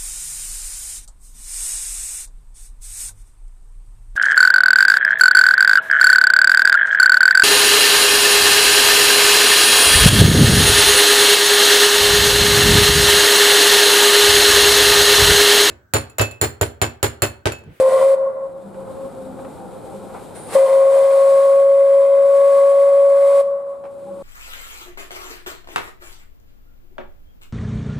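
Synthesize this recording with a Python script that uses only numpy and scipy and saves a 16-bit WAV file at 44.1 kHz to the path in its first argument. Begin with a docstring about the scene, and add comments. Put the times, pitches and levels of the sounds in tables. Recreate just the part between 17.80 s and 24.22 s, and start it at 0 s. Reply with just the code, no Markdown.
"""A single-note whistle blows short, then long, its pitch climbing, and a wooded valley answers; a small engine rolls below.
The note is a near-pure tone that climbs as hot steam fills the bell; the steam jet is coloured noise that also stirs
the bell's other resonances. Hillsides return the note late and blurred, and trees scatter the roar.
An automatic gain ducks under the whistle; as it recovers between the blasts, one hears the engine's
filtered-noise rumble, leaking steam and knocks, and the brief wavering tones of its frames and wheels."""
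import sys
import numpy as np
from scipy import signal
from scipy.fft import rfft, irfft, next_fast_len
from scipy.io import wavfile
from scipy.ndimage import uniform_filter1d

SR = 44100
rng = np.random.default_rng(int(sys.argv[2]) if len(sys.argv) > 2 else 0)


def log_audio(samples):
    """Write samples as a 16-bit WAV file to the path given in sys.argv[1]."""
    # one column per channel
    frames = np.atleast_2d(samples).T
    # limit to full scale, then quantise
    limited = np.clip(frames, -1, 1)
    pcm = np.round(limited * 32767).astype(np.int16)
    wavfile.write(sys.argv[1], SR, pcm)


N = 283322
T = np.arange(N) / SR

# The blasts. Each row: valve opens in seconds, closes in seconds, starting pitch in Hz,
# warm-up time constant in seconds, strength in dB.
BLASTS = [(-0.05, 0.348, 521.2, 0.47, 10), (2.755, 5.616, 539.8, 1.2, 14.5)]
# Wet steam chokes the note. Each row: centre in seconds, half width in seconds, share lost from 0 to 1.
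CHOKES = [(0.107, 0.023, 0.6), (0.192, 0.024, 0.67), (2.88, 0.021, 0.85)]
# The voice of the short blast, before trims and the blast's strength.
# Each row: time in seconds, octave in dB, breathy roar in dB, hiss in dB.
VOICE_SHORT = [(0.01, -34, -30, -36), (0.046, -31.5, -32, -46.5), (0.096, -36.5, -29, -41.5),
               (0.164, -26.5, -27.5, -43), (0.21, -44, -27, -42), (0.23, -25, -25.5, -42.5),
               (0.25, -36, -32.5, -43.5), (0.33, -35.5, -37.5, -46)]
# The voice of the long blast, likewise.
# Each row: time in seconds, octave in dB, breathy roar in dB, hiss in dB.
VOICE_LONG = [(2.78, -35, -29.5, -41.5), (3.08, -31.5, -34.5, -48), (3.12, -36.5, -32, -44),
              (3.64, -27.5, -38, -44.5), (3.88, -36, -42.5, -52.5), (4.25, -36, -37, -51),
              (4.33, -39, -39.5, -54), (4.71, -28, -37.5, -46), (5.27, -34.5, -40, -52),
              (5.6, -32.5, -35.5, -44)]
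# The long note sways between the ears. Each row: time in seconds, left over right in dB.
SWAY = [(2.8, 2), (3.1, 2.5), (3.86, 1), (4.51, 2.5), (5.06, 1.5), (5.6, 0.5)]
# Resonances of the bell stirred by the jet.
# Each row: multiple of the pitch, width in Hz before a lower limit, relative level in dB.
BELL_MODES = [(0.86, 34.3, -2), (0.998, 29.94, 3), (1.135, 30.3, 2), (1.31, 49.3, -3), (1.68, 54.9, -9),
              (1.84, 22.15, -4), (2.0, 36.26, -7.5), (2.168, 44.8, -8), (2.65, 110.3, -12.5),
              (2.98, 139.2, -18.5), (3.72, 126, -11), (4.45, 34.56, -19.5), (5.75, 69.5, -22.5),
              (6.63, 59.7, -22.5)]
# Colour of the steam jet. Each row: frequency in Hz, relative density in dB per Hz.
JET_COLOUR = [(30, -35.5), (90, -6.5), (200, 0.5), (320, -3.5), (450, 11), (750, 12), (1400, 2), (2300, -1),
              (2800, -6), (4200, -4.5), (6100, -12), (8500, -0.5), (10000, -3.5), (12500, -14),
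              (15000, -21)]
# Left-right likeness of the jet. Each row: frequency in Hz, likeness from -1 to 1.
JET_LIKENESS = [(100, 0.5), (300, 0.57), (650, 0.95), (1200, 0.9), (2000, 0.57), (4000, 0.46), (8500, 0.53),
                (13000, 0.53)]
# Steam spurts as the valve cracks open.
# Each row: peak in seconds, rise in seconds, fall in seconds, level in dB.
SPURTS = [(2.559, 0.0097, 0.066, -41), (2.753, 0.027, 0.022, -22)]
# Near and far hillsides that return the note. Each row: delay in seconds, level in dB.
HILLS = [(0.153, -9), (0.337, -16), (0.471, -28.5), (0.722, -36), (0.95, -33.5), (1.35, -36.5),
         (1.918, -42)]
# Faces of the wooded slope that return the roar. Each row: delay in seconds, level in dB.
SLOPES = [(0.165, -8.5), (0.32, -11)]
# Colour of the engine's rumble. Each row: frequency in Hz, relative density in dB per Hz.
RUMBLE_COLOUR = [(15, -57.5), (25, -18.5), (156, -7.5), (189, -4.5), (229, -7), (486, -6.5), (525, 1.5),
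                 (578, -10), (728, -10.5), (802, -7), (1110, -20), (1320, -17.5), (2500, -47),
                 (3250, -70.5), (5500, -120)]
# Colour of its leaking steam. Each row: frequency in Hz, relative density in dB per Hz.
LEAK_COLOUR = [(1180, -32.5), (2000, -2.5), (2270, -2), (2470, 0), (2660, -5), (3860, -2), (4340, -5.5),
               (6140, -12), (7450, -3), (8820, -1), (12700, -11), (15000, -21.5)]
# Steam leaks harder just before the long blast. Each row: time in seconds, level in dB.
LEAK_LEVEL = [(0.9, -57), (1.9, -57), (2.4, -53), (2.8, -55), (6.4, -54)]
# The frames and wheels sing briefly.
# Each row: centre in seconds, half width in seconds, frequency in Hz, level in dB.
GROANS = [(0.87, 0.035, 195, -32), (1.0, 0.09, 194, -40), (1.47, 0.08, 195, -42), (1.25, 0.06, 256, -44),
          (1.55, 0.2, 263, -41), (1.83, 0.05, 795, -42), (2.1, 0.06, 790, -43), (2.21, 0.09, 194, -41),
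          (6.29, 0.015, 810, -33), (6.32, 0.08, 196, -38), (6.3, 0.16, 340, -43)]
# Knocks of the running gear. Each row: peak in seconds, level in dB, rise in seconds, 60 dB decay in seconds.
KNOCKS = [(0.945, -37, 0.003, 0.08), (1.591, -37, 0.002, 0.07), (1.648, -33, 0.002, 0.08),
          (2.3, -44, 0.02, 0.3), (2.352, -37, 0.015, 0.3), (6.04, -27, 0.003, 0.08),
          (6.053, -29, 0.006, 0.16)]
# Colour of the knocks. Each row: frequency in Hz, relative density in dB per Hz.
KNOCK_COLOUR = [(150, -10), (550, 3), (1000, 3), (1300, -2), (1800, -14), (2300, -14), (3500, -29),
                (6000, -35), (12000, -48)]
# Left-right likeness of the engine. Each row: frequency in Hz, likeness from -1 to 1.
ENGINE_LIKENESS = [(50, -0.65), (80, -0.57), (140, 0.25), (300, 0.51), (900, 0.62), (3000, 0.78),
                   (10000, 0.39)]

# pitch of the fully heated bell, its sag in a full choke, its wander in the steady blast
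HOT_HZ, CHOKE_SAG_HZ, WANDER_HZ = 559.5, 11, 0.4
# level of the note before the blast's strength is added
NOTE_DB = -10.5
# thin sizzle at the valve seat, from the moment the lever takes up
SIZZLE_START_S, SIZZLE_FADE_DB_PER_S, SIZZLE_DB, SIZZLE_HZ = 2.55, 8, -43.5, 9300
RUMBLE_DB = -37.5
CUTOFF_HZ = 15300


def whistle_note(phase, unrest, octave_db, flutter_db=0.5, swell_db=0.45, octave_flutter_db=1.34,
                 octave_trim_db=1.0, third_db=-24.5, right_lead_rad=0.28):
    """The bell's standing wave: almost a sine, with a weak octave and a trace of the twelfth."""
    phase = phase + np.array([[0], [1]]) * right_lead_rad
    first_db = NOTE_DB + flutter_db * unrest * drift(31) + swell_db * drift(8.9)
    first = from_db(first_db) * clear_share() * np.sin(phase)
    second = from_db(octave_db + octave_trim_db + octave_flutter_db * drift(35)) * np.sin(2 * phase)
    third = from_db(octave_db + third_db + 2 * drift(12)) * np.sin(3 * phase)
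    # a rough jet weakens the twelfth
    third = third / np.maximum(unrest, 0.5) ** 2
    return np.sqrt(2) * (first + second + third) * valve(edge_s=0.004)


def standing_wave(pitch, unrest, jitter=0.0022):
    """Phase of the note, in radians, shaken more when the jet is rough."""
    shaken_hz = pitch * (1 + jitter * unrest * drift(40))
    return 2 * np.pi * np.cumsum(shaken_hz) / SR


def bell_pitch(unrest):
    """The note climbs towards its hot pitch in every blast, sags when choked and wanders with the jet."""
    climbs = []
    for opens, _, start_hz, warm_s, _ in BLASTS:
        coldness = np.exp(-np.maximum(T - opens, 0) / warm_s)
        climbs.append(HOT_HZ + (start_hz - HOT_HZ) * coldness)
    sag = CHOKE_SAG_HZ * (1 - clear_share())
    return per_blast(*climbs) - sag + WANDER_HZ * unrest * drift(3.81)


def clear_share():
    """Share of the note that survives the slugs of wet steam."""
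    return np.prod([1 - min(lost, 1) * np.exp(-((T - s) / width) ** 2) for s, width, lost in CHOKES], axis=0)


def valve(edge_s):
    """1 while steam flows, 0 otherwise, with soft edges."""
    flow = 0
    for opens, closes, *_ in BLASTS:
        flow = flow + 0.5 * (np.tanh((T - opens) / edge_s) - np.tanh((T - closes) / edge_s))
    return flow


def per_blast(short, long):
    """The first blast's controls until midway through the pause, then the second's."""
    midway = (BLASTS[0][1] + BLASTS[1][0]) / 2
    return np.where(T < midway, short, long)


def strength():
    """Gain of the blast whose controls are in force."""
    return from_db(per_blast(*(db for *_, db in BLASTS)))


def bell_roar(pitch, roar_db, unrest, level_db=-2.5, side_db=-17, dulling=0.65):
    """Turbulence rings in resonances that climb with the note; a rough jet stirs mostly the low ones."""
    phase = 2 * np.pi * np.cumsum(pitch) / SR
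    upper_gain = unrest ** -dulling
    modes = []
    for multiple, width_hz, db in BELL_MODES:
        gain = from_db(db)
        if multiple > 2.4:
            gain = gain * upper_gain
        # high resonances radiate freely, so none is sharp
        modes.append((multiple, max(width_hz, 15 * multiple), gain))
    mid, side = (sum(gain * narrow_noise(multiple * phase, width_hz) for multiple, width_hz, gain in modes)
                 for _ in range(2))
    ring = mid + from_db(side_db) * side * [[1], [-1]]
    return from_db(roar_db + level_db) * valve(edge_s=0.005) * ring


def steam_jet(pitch, hiss_db, level_db=7.0, flicker_db=0.6):
    """Broad hiss from the slot, as the full flow and as brief spurts, with a thin sizzle at the valve seat."""
    flow = strength() * from_db(hiss_db + level_db) * valve(edge_s=0.014)
    spurts = sum(from_db(db) * np.exp(-np.maximum((s - T) / rise, (T - s) / fall))
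                 for s, rise, fall, db in SPURTS)
    noise = stereo_noise(JET_COLOUR, JET_LIKENESS)
    # part of the hiss runs up the bell and comes back one period later
    noise = noise + 0.17 * np.array([delayed(channel, 1 / pitch) for channel in noise])
    hiss = np.hypot(flow, spurts) * from_db(flicker_db * drift(26)) * noise
    seat_db = SIZZLE_DB - SIZZLE_FADE_DB_PER_S * (T - SIZZLE_START_S)
    seat_gain = from_db(seat_db) * (T > SIZZLE_START_S)
    sizzle = seat_gain * np.array([narrow_noise(2 * np.pi * SIZZLE_HZ * T, 480) for _ in range(2)])
    return hiss * pan(0.81) + sizzle


def splutter(roar_db, unrest, level_db=-23, cough_db=-31, cough_s=0.029):
    """A wet, rough jet also rumbles, and coughs as the valve opens."""
    flow = strength() * from_db(roar_db + level_db) * unrest * valve(edge_s=0.0089)
    cough = from_db(cough_db) * sum(np.exp(-((T - opens) / cough_s) ** 2) for opens, *_ in BLASTS)
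    return (flow + cough) * stereo_noise(RUMBLE_COLOUR, ENGINE_LIKENESS)


def hillside(pitch, note_phase, wander_rad=0.3, blur_db=-19, octave_db=-20, fade_db=-25, flutter_db=3.0):
    """Hillsides return the note late, heard while the valve is shut; many paths shake it more as it fades."""
    sent_power = (strength() * from_db(NOTE_DB) * clear_share() * valve(edge_s=0.022)) ** 2
    powers = [from_db(db) ** 2 * delayed(sent_power, s) + 1e-12 for s, db in HILLS]
    level = np.sqrt(sum(powers))
    # one tone stands for all hills: their pitches averaged by power
    heard_hz = np.average([np.interp(T - s, T, pitch) for s, _ in HILLS], axis=0, weights=powers)
    phase = 2 * np.pi * np.cumsum(heard_hz) / SR
    # the echo carries on in step with the note as the valve shuts
    shuts = [closes for _, closes, *_ in BLASTS]
    step = np.interp(shuts, T, note_phase - phase) % (2 * np.pi)
    phase = phase + np.interp(T, shuts, step)
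    faded = 1 / (1 + level / from_db(fade_db))
    ear_phases = phase + 2 * wander_rad * faded * np.array([drift(15), drift(11)])
    blur = from_db(blur_db) * narrow_noise(phase, 24) + from_db(octave_db) * narrow_noise(2 * phase, 20)
    flutter = from_db(flutter_db * faded * drift(13))
    valve_shut = 1 - valve(edge_s=0.0043)
    return level * flutter * valve_shut * (np.sqrt(2) * np.sin(ear_phases) + blur)


def trees(steam, far_db=-17, near_db=-15, quick_db=-11):
    """Roar scatters off the engine's side and near walls, short and bright, then off the woods, late and dull."""
    woods = from_db(far_db) * scatter(steam, t60=4.4, dull_hz=1900)
    quick = scatter(steam, t60=0.4, dull_hz=7000)
    slope = sum(from_db(db) * np.array([delayed(ear, s) for ear in quick]) for s, db in SLOPES)
    # foliage and distance take the treble from the slope's answer
    foliage = signal.butter(4, 1500, fs=SR, output="sos")
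    far = signal.sosfilt(foliage, woods + slope)
    walls = scatter(steam, t60=0.8, dull_hz=10000)
    return far + from_db(near_db) * walls + from_db(quick_db) * quick


def scatter(x, t60, dull_hz, spread=0.85):
    """Countless reflections that die away by 60 dB in t60 seconds, partly different for each ear."""
    t = T[:2 * SR]
    # nothing returns in the first 12 ms
    mid, side = rng.standard_normal((2, len(t))) * from_db(-60 * t / t60) * (t > 0.012)
    paths = mid + spread * side * [[1], [-1]]
    paths /= np.sqrt(np.sum(paths ** 2, axis=1, keepdims=True))
    dulling = signal.butter(1, min(dull_hz, 0.45 * SR), fs=SR, output="sos")
    return signal.fftconvolve(x, signal.sosfilt(dulling, paths), axes=1)[:, :N]


def engine(lumpy_db=0.5):
    """Rolling rumble and leaking steam are wavering noise; groans are brief tones, knocks short noise bursts."""
    rumble = from_db(RUMBLE_DB + lumpy_db * drift(9.6)) * stereo_noise(RUMBLE_COLOUR, ENGINE_LIKENESS)
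    leak_db = in_time(LEAK_LEVEL)[0] + 1.2 * drift(9.2)
    leak = from_db(leak_db) * stereo_noise(LEAK_COLOUR, ENGINE_LIKENESS)
    groans = 0
    for s, width, hz, db in GROANS:
        swell = from_db(db) * np.exp(-((T - s) / width) ** 2)
        groans = groans + swell * np.sqrt(2) * np.sin(2 * np.pi * hz * T + 0.5 * drift(15))
    blows = 0
    for s, db, rise, t60 in KNOCKS:
        decay = from_db(db - 60 * np.clip((T - s) / t60, 0, 2))
        blows = blows + decay * np.clip((T - s) / rise + 1, 0, 1)
    knocks = blows * stereo_noise(KNOCK_COLOUR, ENGINE_LIKENESS)
    return (rumble + leak + groans + knocks) * pan(1.6)


def gain_control(x, ceiling_db=-10.0, attack_s=0.01, hold_s=0.25, release_db_per_s=19):
    """Automatic gain looks slightly ahead, turns down what exceeds its ceiling, waits, then creeps back up."""
    power = uniform_filter1d(np.mean(x ** 2, axis=0), size=600)
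    excess_db = np.maximum(10 * np.log10(np.abs(power) + 1e-12) - ceiling_db, 0)
    # look 6 ms ahead
    excess_db = delayed(excess_db, -0.006)
    release = release_db_per_s * T
    cut_db = np.maximum.accumulate(excess_db + release) - release
    cut_db = np.maximum(cut_db, delayed(cut_db, hold_s))
    r = np.exp(-1 / (attack_s * SR))
    smooth_cut_db = signal.lfilter([1 - r], [1, -r], cut_db, zi=[r * cut_db[0]])[0]
    return x * from_db(-smooth_cut_db)


def narrow_noise(phase, width_hz):
    """A resonance stirred by turbulence: a carrier whose strength and phase wander; rms 1."""
    return drift(width_hz * 0.59) * np.cos(phase) + drift(width_hz * 0.91) * np.sin(phase)


def stereo_noise(spectrum, likeness):
    """Noise with a colour and a left-right likeness; the part common to both ears has rms 1."""
    size = next_fast_len(N)
    hz = np.fft.rfftfreq(size, 1 / SR)
    mid, side = rfft(rng.standard_normal((2, size))) * from_db(at_hz(spectrum, hz))
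    alike = np.clip(at_hz(likeness, hz), -0.85, 1)
    side = side * np.sqrt((1 - alike) / (1 + alike))
    mid, side = irfft([mid, side], size)[:, :N]
    return (mid + side * [[1], [-1]]) / np.std(mid)


def drift(rate_hz):
    """Smooth chance of spread 1, wandering at about the given rate."""
    # drawn at a tenth of the sample rate; the filter's first 2000 steps are let go
    r = np.exp(-2 * np.pi * rate_hz * 10 / SR)
    slow = signal.lfilter([1], [1, -2 * r, r * r], rng.standard_normal(N // 10 + 2002))[2000:]
    return np.interp(np.arange(N) / 10, np.arange(len(slow)), rms_one(slow))


def delayed(x, s):
    """The sound s seconds later."""
    return np.interp(T - s, T, x, left=0)


def pan(db):
    """Left and right gains for a level difference, left over right."""
    return from_db(np.array([[0.5], [-0.5]]) * db)


def at_hz(points, hz):
    """Read a spectrum on a log-frequency axis."""
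    point_hz, values = np.array(points).T
    return np.interp(np.log(hz + 1), np.log(point_hz), values)


def in_time(rows):
    """Each column of a curve at every sample."""
    s, *columns = np.transpose(rows)
    return [np.interp(T, s, column) for column in columns]


def rms_one(x):
    """Scale to unit power."""
    return x / np.sqrt(np.mean(np.abs(x) ** 2) + 1e-20)


def from_db(db):
    """Decibels to gain."""
    return 10 ** (np.asarray(db) / 20)


def scene():
    """Whistle and steam, their echoes, and the engine."""
    octave_db, roar_db, hiss_db = per_blast(in_time(VOICE_SHORT), in_time(VOICE_LONG))
    sway_db = per_blast(1.2, in_time(SWAY)[0])
    # roughness of the jet: 1 in the steady blast
    steady_db = np.median(roar_db[T > BLASTS[1][0]])
    unrest = np.sqrt(from_db(roar_db - steady_db))
    pitch = bell_pitch(unrest)
    phase = standing_wave(pitch, unrest)
    note = strength() * whistle_note(phase, unrest, octave_db) * pan(sway_db)
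    roar = strength() * bell_roar(pitch, roar_db, unrest) * pan(0.57)
    steam = roar + steam_jet(pitch, hiss_db)
    echo = hillside(pitch, phase) * pan(1.6)
    return note + steam + splutter(roar_db, unrest) + echo + trees(steam) + engine()


def record(dry):
    """The microphone sheds the deepest bass, the gain ducks under the whistle and the top is cut steeply."""
    bass_cut = signal.butter(2, 38, "high", fs=SR, output="sos")
    top_cut = signal.ellip(10, 0.1, 90, CUTOFF_HZ, fs=SR, output="sos")
    lean = signal.sosfilt(bass_cut, dry)
    return signal.sosfilt(top_cut, gain_control(lean))


dry = scene()
out = record(dry)
log_audio(out)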